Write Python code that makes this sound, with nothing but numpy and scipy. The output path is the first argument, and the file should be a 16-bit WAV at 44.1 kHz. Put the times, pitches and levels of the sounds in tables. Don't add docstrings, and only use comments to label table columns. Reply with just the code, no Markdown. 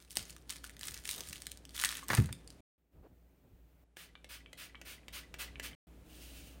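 import sys
import numpy as np
from scipy import signal
from scipy.fft import rfft, irfft
from scipy.io import wavfile
from scipy.ndimage import uniform_filter1d

SR = 44100
rng = np.random.default_rng(int(sys.argv[2]) if len(sys.argv) > 2 else 0)


def to_wav(s):
    ch = np.atleast_2d(s).T
    pcm = np.round(np.clip(ch, -1, 1) * 32767)
    wavfile.write(sys.argv[1], SR, pcm.astype(np.int16))


N = 291060
TIME = np.arange(N) / SR

# start and end in seconds, first and last fan gain in dB,
# last hiss level in dB, extra gain of the hushed opening in dB.
SPANS = [(0, 2.606, -4, -1, -93, -5), (2.78, 3.873, -12, -9, -81, -9.5), (3.84, 5.75, -10, 1, -99.5, -6.5),
         (5.87, 6.692, -1, 1, -77, 0)]
# snap time in seconds, relative snap level in dB, snap pitch factor,
# mist start and length in seconds, mist level in dB.
STROKES = [(3.9683, -36.5, 0.97, 3.963, 0.092, -53.5), (4.2436, -38.5, 1.12, 4.288, 0.081, -49.5),
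           (4.5297, -36.5, 1.07, 4.571, 0.089, -49), (4.814, -35.5, 0.97, 4.848, 0.098, -49.5),
           (5.0817, -34, 1.01, 5.124, 0.074, -45.5), (5.3407, -31.5, 0.94, 5.384, 0.059, -42),
           (5.5969, -27, 1.02, 5.624, 0.054, -43.5)]


def amp(db):
    return 10 ** (np.asarray(db) / 20)


def unit(x):
    return x / np.sqrt(np.mean(x ** 2) + 1e-20)


def read(points, hz):
    points_hz, values = np.transpose(points)
    return np.interp(np.log(hz + 1), np.log(points_hz + 1), values)


def add(mix, start_s, sound):
    part = mix[max(round(start_s * SR), 0):][:len(sound)]
    part += sound[:len(part)]


def colour(x, spectrum):
    gain = amp(read(spectrum, np.fft.rfftfreq(len(x), 1 / SR)))
    return unit(irfft(rfft(x) * gain, len(x)))


def drift(per_s):
    knots_s = np.arange(0, 7, 1 / per_s)
    return unit(np.interp(TIME, knots_s, rng.standard_normal(len(knots_s))))


def ring(hz, t60_s):
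    t = np.arange(SR // 2) / SR
    return 1000. ** (-t / t60_s) * np.sin(2 * np.pi * hz * t)


def click(shape_db, decay_s, chatter, size=4096):
    t = np.arange(size) / SR
    after_slips = rng.standard_normal(size) * np.exp(-t / decay_s)
    drive = (t == 0) + chatter * after_slips / np.linalg.norm(after_slips)
    log_gain = np.log(amp(shape_db(abs(np.fft.fftfreq(size, 1 / SR)))))
    minimum_phase = np.exp(np.conj(signal.hilbert(log_gain)))
    sound = np.fft.ifft(np.fft.fft(drive) * minimum_phase).real
    return sound / np.linalg.norm(sound) * np.sqrt(SR / 1000)


def grains(per_s, spread_db):
    sizes = amp(spread_db * np.minimum(rng.exponential(1, N), 3.5))
    return unit(sizes * rng.choice([-1, 1], N) * (rng.random(N) < per_s / SR))


def room(x, early_boost=0.93, early_s=0.024):
    # frequency in Hz, t60 in seconds.
    decay = [(150, 0.55), (1000, 0.36), (4000, 0.34), (14000, 0.14)]
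    t = np.arange(SR // 2) / SR
    echoes = rng.standard_normal(len(t)) * (rng.random(len(t)) < .15) * (t > .002)
    echoes *= 1 + early_boost * np.exp(-t / early_s)
    hz, frame_s, frames = signal.stft(echoes, SR, nperseg=256)
    fade = 1000. ** (-frame_s / read(decay, hz)[:, None])
    tail = signal.istft(frames * fade, SR, nperseg=256)[1]
    return signal.fftconvolve(x, tail / np.linalg.norm(tail))[:N]


def fan(rush_db=-59, waver_db=2.5, waver_turns=0.082):
    # frequency in Hz, relative level in dB.
    tones = [(58.5, -57), (168, -71), (274, -71), (312, -77.5)]
    # frequency in Hz, relative density in dB.
    rush_spectrum = [(25, -0.5), (55, 3.5), (100, -1.5), (200, -4.5), (330, -6.5), (600, -11.5),
                     (1000, -20.5), (2500, -24), (5000, -32.5), (10000, -32), (12000, -38), (16000, -39)]
    hum = np.zeros(N)
    for hz, db in tones:
        peak = np.sqrt(2) * amp(db + waver_db * drift(8))
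        hum += peak * np.sin(2 * np.pi * (hz * TIME + waver_turns * drift(6)))
    return hum + amp(rush_db) * colour(rng.standard_normal(N), rush_spectrum)


def background(opening_s=.14, fade_s=.012):
    # frequency in Hz, relative density in dB.
    hiss_spectrum = [(3000, -13), (9000, -16), (12000, -11.5), (13500, 4.5), (15500, 2.5), (16000, -2.5)]
    fan_sound = fan()
    hiss = colour(rng.standard_normal(N), hiss_spectrum)
    out = np.zeros(N)
    for start_s, end_s, first_db, last_db, hiss_db, opening_db in SPANS:
        span = (TIME >= start_s) & (TIME < end_s)
        t = TIME[span] - start_s
        hushed = .5 - .5 * np.tanh((t - opening_s) / fade_s)
        swell = amp((first_db - last_db) * (1 - t / (end_s - start_s)) + opening_db * hushed)
        out[span] = swell * (amp(last_db) * fan_sound[span] + amp(hiss_db) * hiss[span])
    return out


def handling():
    # start and length in seconds, level in dB, upper edge in Hz.
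    bumps = [(0.16, 0.083, -52, 150), (0.84, .13, -57, 149), (1.143, .1, -55, 796), (1.25, .11, -54.5, 130),
             (2.923, 0.12, -55, 75.4), (2.931, 0.1, -65, 345.5), (3.017, .07, -58.5, 499),
             (3.066, .09, -61.5, 170), (3.421, 0.078, -65, 300), (3.49, 0.084, -58, 64.8)]
    out = np.zeros(N)
    for start_s, length_s, db, edge_hz in bumps:
        lowpass = signal.butter(2, edge_hz, fs=SR, output="sos")
        dull = signal.sosfilt(lowpass, rng.standard_normal(SR))[-int(length_s * SR):]
        add(out, start_s, amp(db) * unit(dull) * signal.windows.tukey(len(dull), .7))
    return out


def palm(uneven_db=1.5, stubble=0.44, touch_s=6.063, touch_db=-63):
    # time in seconds, level in dB.
    rub = [(6.04, -85), (6.09, -66.5), (6.14, -57), (6.22, -57.5), (6.35, -56.5), (6.46, -59.5),
           (6.54, -66), (6.6, -80)]
    # frequency in Hz, relative density in dB.
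    skin = [(400, -19), (700, -12), (900, -25), (1500, -9), (2200, -8.5), (2800, -0.5), (3600, -6.5),
            (5300, -8.5), (7700, -10.5), (8800, -7), (11300, -13.5), (15000, -9)]
    rub_s, rub_db = np.transpose(rub)
    envelope = np.interp(TIME, rub_s, amp(rub_db), left=0, right=0)
    friction = rng.standard_normal(N) + stubble * grains(per_s=2200, spread_db=4)
    out = envelope * amp(uneven_db * drift(40)) * colour(friction, skin)
    add(out, touch_s, amp(touch_db) * click(lambda hz: read(skin, hz), decay_s=.002, chatter=2))
    return out


def gulps(gain_db=-3, delay_s=.034, neck_hz=2010, width_octaves=.16, skirt_db=-17):
    def shape_db(hz):
        octaves = np.log2((hz + 1) / neck_hz)
        return skirt_db * (1 - np.exp(-(octaves / width_octaves) ** 2)) - 8 * abs(octaves)
    out = np.zeros(N)
    for *_, start_s, length_s, db in STROKES:
        gurgle = click(shape_db, decay_s=.007, chatter=2.2)
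        add(out, start_s + length_s + delay_s, amp(db + gain_db) * gurgle)
    return out


def pump(press_db=-5, return_db=-5, lag_s=.0008,
         bottle_db=-20, press_hz=1930, return_hz=2330, bottle_t60_s=.11):
    # time in seconds, relative level in dB, pitch factor.
    returns = [(4.153, -39.5, 1), (4.460, -41, 0.98), (4.746, -39.5, 0.69), (4.753, -39, 0.96),
               (5.032, -53.5, 0.76), (5.556, -36.5, 0.96), (5.731, -43, .95)]
    # frequency in Hz, gain in dB.
    valve = [(200, -15), (550, -3), (900, -13), (1400, -10.5), (1850, -1.5), (2200, -5.5), (3000, -2.5),
             (4300, -14), (7500, -14.5), (12000, -24.5), (15500, -21)]
    piston = [(300, -29), (800, -18.5), (1600, -7), (2050, -10), (2420, -1), (2800, -6), (3250, -0.5),
              (3900, -14.5), (5000, -30), (15000, -53.5)]
    out = np.zeros(N)
    for start_s, db, pitch, *_ in STROKES:
        snap = click(lambda hz: read(valve, hz / pitch), decay_s=.0028, chatter=2.8)
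        bottle = amp(bottle_db) * ring(press_hz * pitch, bottle_t60_s)
        add(out, start_s + lag_s, amp(db + press_db) * snap)
        add(out, start_s + lag_s, amp(db + press_db) * bottle)
    for start_s, db, pitch in returns:
        knock = click(lambda hz: read(piston, hz / pitch), decay_s=.0016, chatter=1)
        bottle = amp(bottle_db) * ring(return_hz * np.sqrt(pitch), bottle_t60_s)
        add(out, start_s + lag_s, amp(db + return_db) * knock)
        add(out, start_s + lag_s, amp(db) * bottle)
    return out


def mist(arch_db=6, rise_s=0.0043, fall_s=0.018, droplets=0.57):
    # frequency in Hz, relative density in dB.
    jet_spectrum = [(250, -19), (550, -8), (850, -10.5), (1300, -2.5), (1900, -0.5), (2750, 2),
                    (3900, -2.5), (6000, -6), (7300, -9.5), (9200, -4), (11300, -13), (14000, -6.5),
                    (16000, -8)]
    flow = np.zeros(N)
    for *_, start_s, length_s, db in STROKES:
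        t = np.maximum(TIME - start_s, 0)
        pressure_db = arch_db * (np.sin(np.pi * np.minimum(t / length_s, 1)) - 1)
        gate = (1 - np.exp(-t / rise_s)) * np.exp(-np.maximum(t - length_s, 0) / fall_s)
        flow += amp(db + pressure_db) * gate
    jet = rng.standard_normal(N) + droplets * grains(per_s=2500, spread_db=2)
    return flow * colour(jet, jet_spectrum)


def table_top(contact_s=0.0094):
    # frequency in Hz, relative level in dB, t60 in seconds.
    modes = [(79.3, -12, .25), (109.1, -0.5, .115), (122.4, -3, .13), (141, -13, .18), (170, -19, 0.27),
             (212, -17.5, .2), (272, -20.5, .17), (364.6, -21.5, .12), (460.5, -23.5, .09)]
    # start in seconds, gain in dB.
    thumps = [(0.171, -44), (2.106, -29), (2.136, -31), (2.180, -9), (2.241, -27), (2.299, -31.5)]
    t = np.arange(SR // 2) / SR
    onset = 1 - np.exp(-(t / contact_s) ** 2)
    boom = onset * sum(amp(db) * ring(hz, t60_s) for hz, db, t60_s in modes)
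    out = np.zeros(N)
    for start_s, db in thumps:
        add(out, start_s, amp(db) * boom)
    return out


def clatter(slap_db=-3, radiation_hz=950):
    # start in seconds, relative level in dB, decay in seconds.
    slaps = [(0.1712, -28.5, 0.0011), (2.089, -33.5, 0.0076), (2.102, -15.5, 0.01), (2.1325, -17, 0.0098),
             (2.175, -20.5, 0.0058), (2.290, -37.5, 0.0069)]
    # frequency in Hz, gain in dB.
    slap_spectrum = [(30, -19), (100, -0.5), (300, -0.5), (550, -4), (1100, -1), (1900, -0.5), (3000, -13),
                     (6000, -20.5), (15000, -31)]
    # start in seconds, gain in dB, lowest mode in Hz, its t60 in seconds.
    knocks = [(1.8389, -29.5, 1614, .024), (1.840, -36, 1843, .18), (2.028, -42.5, 1090, .09),
              (2.3275, -47, 3600, 0.037)]
    # frequency ratio, relative level in dB.
    modes = [(1, -0.5), (1.09, -7.5), (1.48, -14.5), (1.9, -10), (2.7, -10)]
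    out = np.zeros(N)
    for start_s, db, decay_s in slaps:
        slap = click(lambda hz: read(slap_spectrum, hz), decay_s, chatter=3.3)
        add(out, start_s, amp(db + slap_db) * slap)
    highpass = signal.butter(2, radiation_hz, "high", fs=SR, output="sos")
    for start_s, db, hz, t60_s in knocks:
        strip = sum(amp(db + mode_db) * ring(hz * ratio, t60_s / ratio) for ratio, mode_db in modes)
        add(out, start_s, signal.sosfilt(highpass, strip))
    return out


def flexing(lead_db=-14.5, lead_s=.014, attack_s=.0063, release_s=.025, settle_db=-11.5, settle_s=.088):
    # start and hold in seconds, surface level in dB, body level relative to it in dB.
    flexes = [(0.0, 0.0086, -61, -4.5), (0.098, 0.022, -55.5, -14), (0.152, 0.059, -49.5, -5.5),
              (0.277, 0.019, -56, -7), (0.492, 0.024, -47.5, -4.5), (0.633, 0.019, -54.5, -7),
              (0.8, 0.19, -56, -3.5), (0.835, 0.04, -44.5, -9), (1.046, 0.078, -45, -11.5),
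              (1.148, .06, -50, -8), (1.237, 0.13, -52.5, -8.5), (1.415, 0.11, -64.5, -7),
              (1.693, 0.044, -65.5, -8.5), (1.741, .04, -45, -8), (1.792, 0.079, -42, -3),
              (1.884, 0.099, -47.5, -1), (2.086, 0.098, -45, 2), (2.474, .04, -73, -10)]
    surface_power, body_power = np.zeros(N), np.zeros(N)
    for start_s, hold_s, db, body_db in flexes:
        before_s = np.maximum(start_s - TIME, 0)
        since_s = np.maximum(TIME - start_s, 0)
        after_s = np.maximum(since_s - hold_s, 0)
        attack = np.exp(-before_s / lead_s) * (1 - (1 - amp(lead_db)) * np.exp(-since_s / attack_s))
        settling = amp(settle_db) * np.exp(-after_s / settle_s)
        release = (np.exp(-after_s / release_s) + settling) / (1 + amp(settle_db))
        power = (amp(db) * attack * release) ** 2
        surface_power += power
        body_power += power * amp(body_db) ** 2
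    return np.sqrt(surface_power), np.sqrt(body_power)


def slips(hiss=.45, clump_db=2.5):
    friction = grains(per_s=650, spread_db=4.5) + hiss * rng.standard_normal(N)
    return friction * amp(clump_db * drift(180))


def rustle(flex, bend, fizz_db=-3, sparkle_db=-6, body_db=-3):
    # frequency in Hz, relative density in dB.
    fizz = [(1500, -24), (3300, -0.5), (5500, -0.5), (7500, -3.5), (9600, 0), (11500, -12), (16000, -18.5)]
    sparkle = [(3000, -24), (6000, -6.5), (9300, 1), (11500, -5.5), (14000, 1.5), (16000, -3)]
    body = [(200, -18), (700, -17), (1100, -3.5), (1900, 2), (2800, -6.5), (4500, -25), (9000, -37.5)]
    low_slips, high_slips = slips(), slips()
    surface = amp(fizz_db) * colour(low_slips, fizz) + amp(sparkle_db) * colour(high_slips, sparkle)
    return flex * surface + amp(body_db) * bend * colour(low_slips, body)


def small_cracks(flex, count=200, per_s=26, until_s=2.6, usual_db=-36.5, spread_db=1,
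                 usual_flex_db=-47.5, db_per_flex_db=.83, flake_hz=6000, spread_octaves=.7):
    start_s = (np.arange(count) + rng.random(count)) / per_s
    strength, pitch = np.clip(rng.standard_normal((count, 2)), -2, 2).T
    flex_db = 20 * np.log10(np.interp(start_s, TIME, flex) + 1e-9)
    db = usual_db + db_per_flex_db * (flex_db - usual_flex_db) + spread_db * strength
    ring_hz = flake_hz * 2 ** (spread_octaves * pitch)
    return [row for row in zip(start_s, db, ring_hz) if row[0] < until_s]


def cracks(flex, usual_hz=7000, ring_db=6, ring_db_per_octave=2, width_octaves=.27,
           body_hz=3100, body_db=-1.5, body_db_per_octave=4.5):
    # start in seconds, level in dB, flake ring in Hz.
    loud_cracks = [(0.1071, -42, 9000), (0.156, -35.5, 8000), (0.163, -38.5, 2167), (0.1704, -21, 8250),
                   (0.3055, -41.5, 7800), (0.3649, -44.5, 1150), (0.4954, -36.5, 4350),
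                   (0.5057, -31.5, 9430), (0.5244, -40, 1250), (0.642, -36, 1500), (0.6958, -42.5, 1940),
                   (0.7671, -46, 1980), (0.7937, -42.5, 7000), (0.8112, -39, 1890), (0.8323, -34, 3300),
                   (0.8825, -35, 5990), (0.943, -35.5, 6160), (1.0548, -34, 2330), (1.0913, -27, 4310),
                   (1.112, -28.5, 13000), (1.2069, -35, 5680), (1.288, -38.5, 9130), (1.3305, -34.5, 2710),
                   (1.4202, -37, 5340), (1.4683, -31.5, 3560), (1.5171, -35.5, 8800), (1.5737, -45.5, 5340),
                   (1.6528, -43, 3200), (1.6932, -47, 4480), (1.7991, -28.5, 3880), (1.8139, -29.5, 6730),
                   (1.8382, -20.5, 1750), (1.8483, -20, 7150), (1.8562, -24.5, 10470), (1.8906, -28, 3396),
                   (2.0838, -32.5, 7360), (2.1504, -23, 8530), (2.259, -41.5, 9400), (2.3275, -33.5, 3570),
                   (2.476, -43.5, 4850), (2.504, -44.5, 4160)]
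    # frequency in Hz, gain in dB.
    spectrum = [(200, -24.5), (700, -20), (1200, -9), (2000, -4), (4000, 0), (5500, -2.5), (9000, 1),
                (11500, -8), (14000, -6.5), (16000, -9)]
    out = np.zeros(N)
    for start_s, db, ring_hz in list(loud_cracks) + small_cracks(flex):
        def shape_db(hz):
            octaves_down = np.log2(usual_hz / ring_hz)
            resonance = np.exp(-(np.log2((hz + 1) / ring_hz) / width_octaves) ** 2)
            flake_db = (ring_db + ring_db_per_octave * octaves_down) * resonance
            strip_db = (body_db + body_db_per_octave * octaves_down) / (1 + (hz / body_hz) ** 4)
            return read(spectrum, hz) + flake_db + strip_db
        add(out, start_s, amp(db) * click(shape_db, decay_s=.00095, chatter=1.3))
    return out


def scene(wax_room_db=-10, slap_room_db=-13, pump_room_db=-8, lotion_room_db=-8):
    flex, bend = flexing()
    wax = cracks(flex) + rustle(flex, bend)
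    slaps = clatter()
    bottle = pump() + gulps()
    lotion = mist() + palm()
    reverb = room(amp(wax_room_db) * wax + amp(slap_room_db) * slaps
                  + amp(pump_room_db) * bottle + amp(lotion_room_db) * lotion)
    return (wax + slaps + bottle + lotion + reverb + table_top() + handling() + background())[None]


def record(dry, low_cut_hz=42, edge_hz=16100):
    highpass = signal.butter(3, low_cut_hz, "high", fs=SR, output="sos")
    lowpass = signal.firwin(401, edge_hz, window=("kaiser", 9), fs=SR)
    gate = np.zeros(N)
    for start_s, end_s, *_ in SPANS:
        gate[(TIME >= start_s) & (TIME < end_s)] = 1
    gated = signal.sosfilt(highpass, dry) * uniform_filter1d(gate, size=64)
    return signal.oaconvolve(gated, lowpass[None], "same")


dry = scene()
out = record(dry)
to_wav(out)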